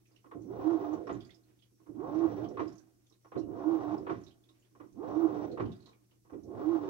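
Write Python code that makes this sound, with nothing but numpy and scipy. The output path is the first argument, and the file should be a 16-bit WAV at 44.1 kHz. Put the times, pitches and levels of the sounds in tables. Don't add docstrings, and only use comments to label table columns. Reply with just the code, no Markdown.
import sys
import numpy as np
from scipy import signal
from scipy.fft import rfft, irfft
from scipy.io import wavfile
from scipy.ndimage import uniform_filter1d

SR = 44100
rng = np.random.default_rng(int(sys.argv[2]) if len(sys.argv) > 2 else 0)


def gain_from_decibels(decibels):
    exponent = np.asarray(decibels, float) / 20
    return 10 ** exponent


def pcm_store(signal):
    levels = np.round(np.clip(np.atleast_2d(signal), -1, 1) * 32767)
    wavfile.write(sys.argv[1], SR, levels.astype(np.int16).T)


N = 303849
t = np.arange(N) / SR
STOP_S = 0.668
LOAD_LAG_S = 0.07
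LURCH_T60_S, AIR_T60_S = 0.9, 0.3
PORT_LAG = 12


def walk(rate):
    k = int(SR / rate)
    held = np.repeat(rng.standard_normal(N // k + 1), k)
    return 1.302 * uniform_filter1d(uniform_filter1d(held, k), k)[:N]


def band(x, lo_hz, hi_hz):
    return signal.sosfilt(signal.butter(3, [lo_hz, hi_hz], "band", fs=SR, output="sos"), x)


def unit(x):
    return x / np.std(np.mean(x, axis=0))


def pair(alike):
    common, left, right = rng.standard_normal((3, N))
    shared = np.array([np.roll(common, PORT_LAG), common])
    return np.sqrt(alike) * shared + np.sqrt(1 - alike) * np.array([left, right])


# resonance in Hz, width in Hz, left lift in dB, right lift in dB.
PANELS = [(110.8, 25, 8.5, 11), (186, 29, -0.5, -1.5), (379.5, 25, 14.5, 4), (508.4, 27, -1.5, 6.5),
          (588, 17, 4.5, 4), (691, 27.3, 13, 9.5), (780, 28, 1.5, 0), (980, 30, 3.5, -3),
          (1075.5, 45, 7.5, 6.5), (1240, 40, 2.5, 1.5), (1434, 18, 6.5, 7), (1953, 50, 9.5, 3.5),
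          (2390, 50, 5.5, 0), (3670, 46, 7.5, 7), (5640, 110, 9, 15), (6230, 110, 0, 11)]


def body(x, colour, panel_share=1.0):
    size = 2 ** 15
    hz = np.arange(size // 2 + 1) * SR / size + 1
    f, *sides = np.transpose(colour)
    db = np.array([np.interp(np.log(hz), np.log(f), side) for side in sides])
    for centre, width, *lift in PANELS:
        db = db + panel_share * np.outer(lift, 1 / (1 + (2 * (hz - centre) / width) ** 2))
    cepstrum = irfft(db * np.log(10) / 20, size)
    fold = np.r_[1, 2 * np.ones(size // 2 - 1), 1, np.zeros(size // 2 - 1)]
    response = irfft(np.exp(rfft(cepstrum * fold)), size)[:, :size // 2]
    return signal.fftconvolve(x, response, axes=1)[:, :N]


# motor on in seconds, load lurches in seconds, lurch in dB, slop at the stop in dB.
STROKES = [
    (-1.08, -1.15, -60, 0),
    (0.42, 0.345, -53, 0),
    (1.921, 1.885, -60, 0),
    (3.422, 3.35, -44.5, 0),
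    (4.923, 4.8, -63, 7),
    (6.424, 6.322, -54, 0),
]
# seconds after switching on, speed as moan pitch in Hz, moan level in dB.
BACK = [(0.112, 236, -65), (0.2, 297, -47), (0.255, 322, -28), (0.29, 336, -32), (0.335, 328, -22.5),
        (0.365, 305, -44), (0.47, 292, -42), (0.53, 318, -36), (0.56, 215, -62)]
# seconds after switching on, speed as moan pitch in Hz, moan level in dB.
FORWARD = [(0.09, 190, -65), (0.2, 292, -50), (0.255, 316, -25.5), (0.29, 338, -31), (0.335, 326, -27),
           (0.37, 300, -44), (0.46, 292, -43), (0.525, 316, -31), (0.55, 225, -60)]


def motor():
    rows = []
    for k, (on_s, *_) in enumerate(STROKES):
        steps = (BACK, FORWARD)[k % 2]
        stroke = [(0, 0, -120), *steps, (0.64, 125, -120), (STOP_S + 0.03, 0, -120)]
        rows.extend(np.array(stroke) + (on_s, 0, 0))
    s, hz, db = np.transpose(rows)
    return np.interp(t, s, hz), np.interp(t, s, db)


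def way(back_forward):
    starts = np.array(STROKES)[:, 0]
    k = np.searchsorted(starts, t) - 1
    return np.array(back_forward)[k % 2], t - starts[k]


def driven(db, law, lag_s=0):
    full_hz = 335
    hz = motor()[0]
    return gain_from_decibels(db) * (np.maximum(hz, np.interp(t - lag_s, t, hz)) / full_hz) ** law


def slop(db, rise_s, hold_s, t60_s, settle_db, settle_t60_s, heave=0):
    out = 0
    for on_s, _, _, slop_db in STROKES:
        after = np.clip(t - on_s - STOP_S, 0, None)
        late = np.clip(after - rise_s - hold_s, 0, None)
        fall = gain_from_decibels(-60 * late / t60_s) + gain_from_decibels(settle_db - 60 * late / settle_t60_s)
        out = out + gain_from_decibels(db + heave * slop_db) * np.clip(after / rise_s, 0, 1) * fall
    return out


def lurch(db, t60_s):
    out = 0
    for _, lurch_s, lurch_db, _ in STROKES:
        after = np.clip(t - lurch_s, 0, None)
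        out = out + gain_from_decibels(db + lurch_db) * (1 - np.exp(-after / 0.008)) * gain_from_decibels(-60 * after / t60_s)
    return out


# time in seconds, peak in
# dB, relative thump in dB, ring t60 in ms.
KNOCKS = [(0.11, -72, 8, 200), (1.495, -78, 16, 150), (3.11, -72, 8, 200), (4.495, -68, 6, 150),
          (6.115, -76, 10, 200), (0.245, -56, 2.5, 88), (0.262, -59, -5, 90), (0.315, -44.5, -8, 120),
          (1.71, -84, 23, 150), (1.072, -37, -5, 89), (1.096, -35.5, -6, 96), (1.8, -69.5, 12, 200),
          (1.865, -60, 10, 200), (2, -52, 8, 97), (2.573, -36.5, -6, 140), (2.596, -31, -1, 100),
          (3.249, -54.5, -5, 150), (3.321, -44.5, 2, 140), (3.358, -43.5, -2.5, 110),
          (4.069, -36, -7.5, 140), (4.097, -34, -6, 120), (4.753, -57, 0, 110), (4.802, -51, -3, 190),
          (4.71, -84, 22, 150), (5.576, -36.5, -8, 90), (5.865, -63, -10, 400), (6.25, -68, 10, 300),
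          (5.6, -33.5, -11, 120), (6.3, -54, -4.5, 100), (6.333, -56, 8, 150)]


def struck():
    ring, thump, blow, air = np.zeros((4, N))
    for s, db, thump_db, t60_ms in KNOCKS:
        i = int(s * SR) - SR // 250
        after = t[:min(SR // 2, N - i)]
        span = slice(i, i + len(after))
        decay = gain_from_decibels(-60e3 * after / t60_ms) + 0.13 * gain_from_decibels(-60 * after / 0.4)
        shape = gain_from_decibels(db) * (1 - np.exp(-after / 0.0035)) * decay
        ring[span] += shape
        thump[span] += shape * gain_from_decibels(thump_db) * (1 - np.exp(-after / 0.012))
        air[span] += gain_from_decibels(db + thump_db - 60 * after / AIR_T60_S) * (1 - np.exp(-after / 0.02))
        blow[int(s * SR)] = gain_from_decibels(db + 5)
    return ring, thump, blow, air


# pitch in Hz, left in dB, right in dB.
HUM = [(119.7, -67, -72.5), (201, -85, -79.5)]
# frequency in Hz, left in dB, right in dB.
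ROOM_COLOUR = [(30, -105, -109), (60, -100, -100), (160, -103, -105), (250, -106, -99), (445, -106, -102),
               (690, -114, -112), (1200, -119, -115), (2480, -119, -114), (4000, -122, -119),
               (6000, -123, -117), (8950, -120, -122), (13000, -121, -123), (15500, -124, -126)]


def room():
    hum = 0
    for hz, left_db, right_db in HUM:
        sides_db = np.array([[left_db], [right_db]])
        hum = hum + gain_from_decibels(sides_db + 0.69 * walk(rate=5.1)) * np.sin(2 * np.pi * hz * t)
    floor = body(pair(0.99), ROOM_COLOUR, panel_share=0.43)
    own = body(pair(0), ROOM_COLOUR, panel_share=0.44)
    trickle = gain_from_decibels(-5.5 + 3.5 * walk(rate=35)) * band(own, 250, 4200)
    return hum + np.sqrt(SR / 2) * (gain_from_decibels(-1.5) * band(floor, 19, 280) + trickle + band(own, 4300, 17000))


# frequency in Hz, left in dB, right in dB.
CHURN_COLOUR = [(30, -101, -98.5), (60, -84.5, -76), (112, -78.5, -73.5), (200, -71.5, -70),
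                (447.6, -76, -63.5), (600, -77, -78), (753, -81, -71), (1138, -78.5, -79.5),
                (1510, -94, -89.5), (2200, -100, -102), (3500, -108, -105), (5500, -116, -109),
                (7600, -119, -119), (12000, -118, -123)]


def churn():
    rumble_way_db, _ = way((2.5, -0.5))
    rumble = driven(-52 + rumble_way_db, 1.2, LOAD_LAG_S) + lurch(2, LURCH_T60_S)
    rumble = rumble + slop(-52.5, 0.02, 0.09, 0.42, -20, 0.9, heave=1)

    tub_slop = slop(-46, 0.015, 0.005, 0.2, -13, 0.85)
    tub = driven(-44.5, 1.4, LOAD_LAG_S) + tub_slop + lurch(6, AIR_T60_S)

    slope_db_per_s, since_s = way((-14, 5))
    ring = driven(-44.5 + slope_db_per_s * (since_s - 0.3), 2.5)
    ring = ring + gain_from_decibels(-3) * tub_slop + lurch(-9, AIR_T60_S)

    spray = driven(-71, 3.2, lag_s=0.12)
    hiss = driven(-65.5, 3.2) + spray + slop(-63, 0.015, 0.012, 0.3, -6, 0.95)

    heard = body(gain_from_decibels(1.4 * walk(rate=150)) * pair(0.48), CHURN_COLOUR)
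    out = rumble * gain_from_decibels(1.8 * walk(rate=12)) * unit(band(heard, 25, 280))
    out = out + tub * gain_from_decibels(1.5 * walk(rate=30)) * unit(band(heard, 368, 620))
    out = out + ring * gain_from_decibels(1.2 * walk(rate=30)) * unit(band(heard, 620, 1500))
    return out + hiss * gain_from_decibels(1.1 * walk(rate=20)) * unit(band(heard, 1560, 7300))


def pocket():
    pocket_hz, width_hz, gulp_hz = 312.6, 55, 320
    hz, db = motor()
    phase = 2 * np.pi * np.cumsum(hz * (1 + 0.0087 * walk(rate=45))) / SR

    off_hz = 2 * hz - gulp_hz
    gulp_db = way((-37, -43))[0] + np.minimum(0.14 * off_hz, -0.06 * off_hz)
    gulp = uniform_filter1d((np.gradient(hz) > 0) * gain_from_decibels(gulp_db), SR // 100)
    tone = np.sqrt(2) * (gain_from_decibels(db) * np.sin(phase) + gulp * np.sin(2 * phase))

    knocked = gain_from_decibels(-4) * struck()[3]
    rest = driven(-46, 0.8, LOAD_LAG_S) + slop(-48, 0.012, 0.02, 0.25, -10, 1.3)
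    rest = rest + lurch(15, AIR_T60_S) + knocked
    b, a = signal.iirpeak(pocket_hz, pocket_hz / width_hz, SR)
    noise = signal.lfilter(b, a, signal.lfilter(b, a, pair(0.4)))
    sides = gain_from_decibels(np.array([[-13], [5]]))
    return sides * (tone + rest * noise / np.std(noise))


# time in seconds, peak in dB, pitch in Hz, left minus right in dB.
DROPS = [(0.0553, -67, 2460, -3), (0.162, -63.5, 2840, -12), (1.2072, -55, 3380, -8),
         (1.293, -57.5, 2000, -4), (1.3058, -59.5, 3420, -16.5), (1.4341, -74, 4210, -3),
         (1.591, -69.5, 3440, -12), (1.6225, -63, 3140, -11), (2.4438, -56, 3150, -7),
         (3.0654, -70, 3430, -2.0), (3.1244, -67, 3860, -9), (3.3764, -56, 4120, -1.5),
         (4.2657, -59.5, 3740, -13.0), (4.279, -63, 3900, -12), (4.309, -63, 3120, -8.0),
         (4.4378, -68.5, 3400, -9), (4.4891, -61.5, 3680, -6), (4.6229, -72, 2900, -7.0),
         (4.6478, -74, 3260, -5), (5.516, -56.5, 4090, -5), (5.655, -57.5, 2970, -6),
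         (5.7182, -57, 3610, -11), (5.8036, -70, 4110, -20), (5.8247, -66, 4090, -11),
         (5.8589, -55.5, 4030, -9), (5.8894, -61, 3900, 2), (6.111, -68, 2890, -3.5), (2.8, -68, 1600, -3),
         (3.42, -66, 2800, -4), (5.93, -64, 2300, -3)]
# time in seconds, peak in dB, pitch in Hz, left minus right in dB.
DROPLETS = [(0.0702, -72, 5970, -9), (0.1181, -72, 4900, -5), (0.161, -72, 5630, -9),
            (0.4194, -66, 6270, -5.5), (0.93, -61.5, 6190, -5.5), (1.069, -63, 5300, -10.5),
            (1.1268, -62.5, 6800, -11), (1.204, -69, 4850, -15), (1.2486, -63.5, 4720, -16),
            (1.2694, -71, 6550, -11.5), (1.3447, -65, 5136, -17), (2.4865, -63, 5580, -14),
            (2.6776, -61, 5110, -14), (2.7237, -65, 5540, -13.0), (2.7546, -66, 6340, -14.0),
            (2.7807, -62.5, 5900, -17), (3.0674, -70, 6410, -5), (3.0985, -66.5, 5570, -9),
            (3.3903, -61.5, 5500, -9), (3.9796, -66, 5150, -17), (4.2118, -70, 6510, -9),
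            (4.237, -64, 5660, -16), (4.5965, -71, 7000, -3), (4.9267, -70, 6180, -3.0),
            (5.7568, -70, 4600, -10.5), (6.4339, -63.5, 5670, -3)]


def drops():
    tail_t60_s, echo_db, splash_db = 0.16, -8, -11.5
    out = np.zeros((2, N))
    after = np.arange(int(0.3 * SR)) / SR
    for s, db, hz, pan_db in DROPS + DROPLETS:
        note = np.sin(2 * np.pi * hz * after * (1 + 3.3 * after)) * np.exp(-after / 0.0034)
        noise = rng.standard_normal((2, 2, len(after)))
        echo = band(noise[0], hz * 0.94, hz * 1.076)
        splash = band(noise[1], hz * 0.7, min(hz * 1.63, 7300))
        tail = gain_from_decibels(echo_db) * echo / np.std(echo) + gain_from_decibels(splash_db) * splash / np.std(splash)
        tail = tail * (1 - np.exp(-after / 0.0015)) * gain_from_decibels(-60 * after / tail_t60_s)
        i = int(s * SR)
        sound = (note * np.array([[-0.6], [1]]) + tail)[:, :N - i]
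        sides_db = np.array([[pan_db], [-pan_db]]) / 2
        out[:, i:i + len(after)] += gain_from_decibels(db + 0.5 + sides_db) * sound
    return out


# frequency in Hz, left in dB, right in dB.
KNOCK_COLOUR = [(40, -93.5, -81), (100, -78.5, -74), (200, -71.5, -71), (440, -72.5, -57.5),
                (636, -77, -77.5), (794, -72.5, -70), (1120, -70.5, -64.5), (1400, -77.5, -76),
                (2040, -83.5, -86.5), (2940, -94, -91.5), (4600, -109, -100), (7000, -118, -111)]


def knocks():
    ring, thump, blow, _ = struck()
    reference = body(pair(0.5), KNOCK_COLOUR)
    unit_gain = np.std(band(reference, 810, 2500).mean(axis=0))
    blows = np.array([np.roll(blow, PORT_LAG), blow])
    high = band(body(blows + ring * pair(0.39), KNOCK_COLOUR), 400, 4300)
    low = band(body(thump * pair(0.7), KNOCK_COLOUR), 30, 330)
    return gain_from_decibels(-6) * (high + low) / unit_gain


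def whistle():
    armed_s, released_s, whistle_hz = 1.3, 0.3, 5680
    since_s = way((0, 0))[1]
    on = uniform_filter1d(1.0 * ((since_s > armed_s) | (since_s < released_s)), SR // 30)
    line = band(pair(0.3), whistle_hz - 22, whistle_hz + 22)
    sides_db = np.array([[-5], [4]])
    return on * gain_from_decibels(-91 + 3 * walk(rate=15) + sides_db) * line / np.std(line)


def inverter():
    gain = driven(-81, 2.2) + gain_from_decibels(-100.5)
    hiss = band(pair(0.05), 15450, 15900) + 0.12 * band(pair(0.05), 14500, 14660)
    flutter_db = 2.7 * walk(rate=25) + 2.5 * walk(rate=90)
    sides_db = np.array([[9], [-6]])
    return gain * gain_from_decibels(flutter_db + sides_db) * hiss / np.std(hiss)


def scene():
    return room() + churn() + pocket() + drops() + knocks() + whistle() + inverter()


def low_pass(x):
    return signal.sosfilt(signal.butter(12, 15970, fs=SR, output="sos"), x)


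def record(dry):
    top_hz = 15770
    cut = signal.sosfilt(signal.ellip(10, 0.2, 70, top_hz, fs=SR, output="sos"), dry)
    return low_pass(cut)


dry = scene()
out = record(dry)
pcm_store(out)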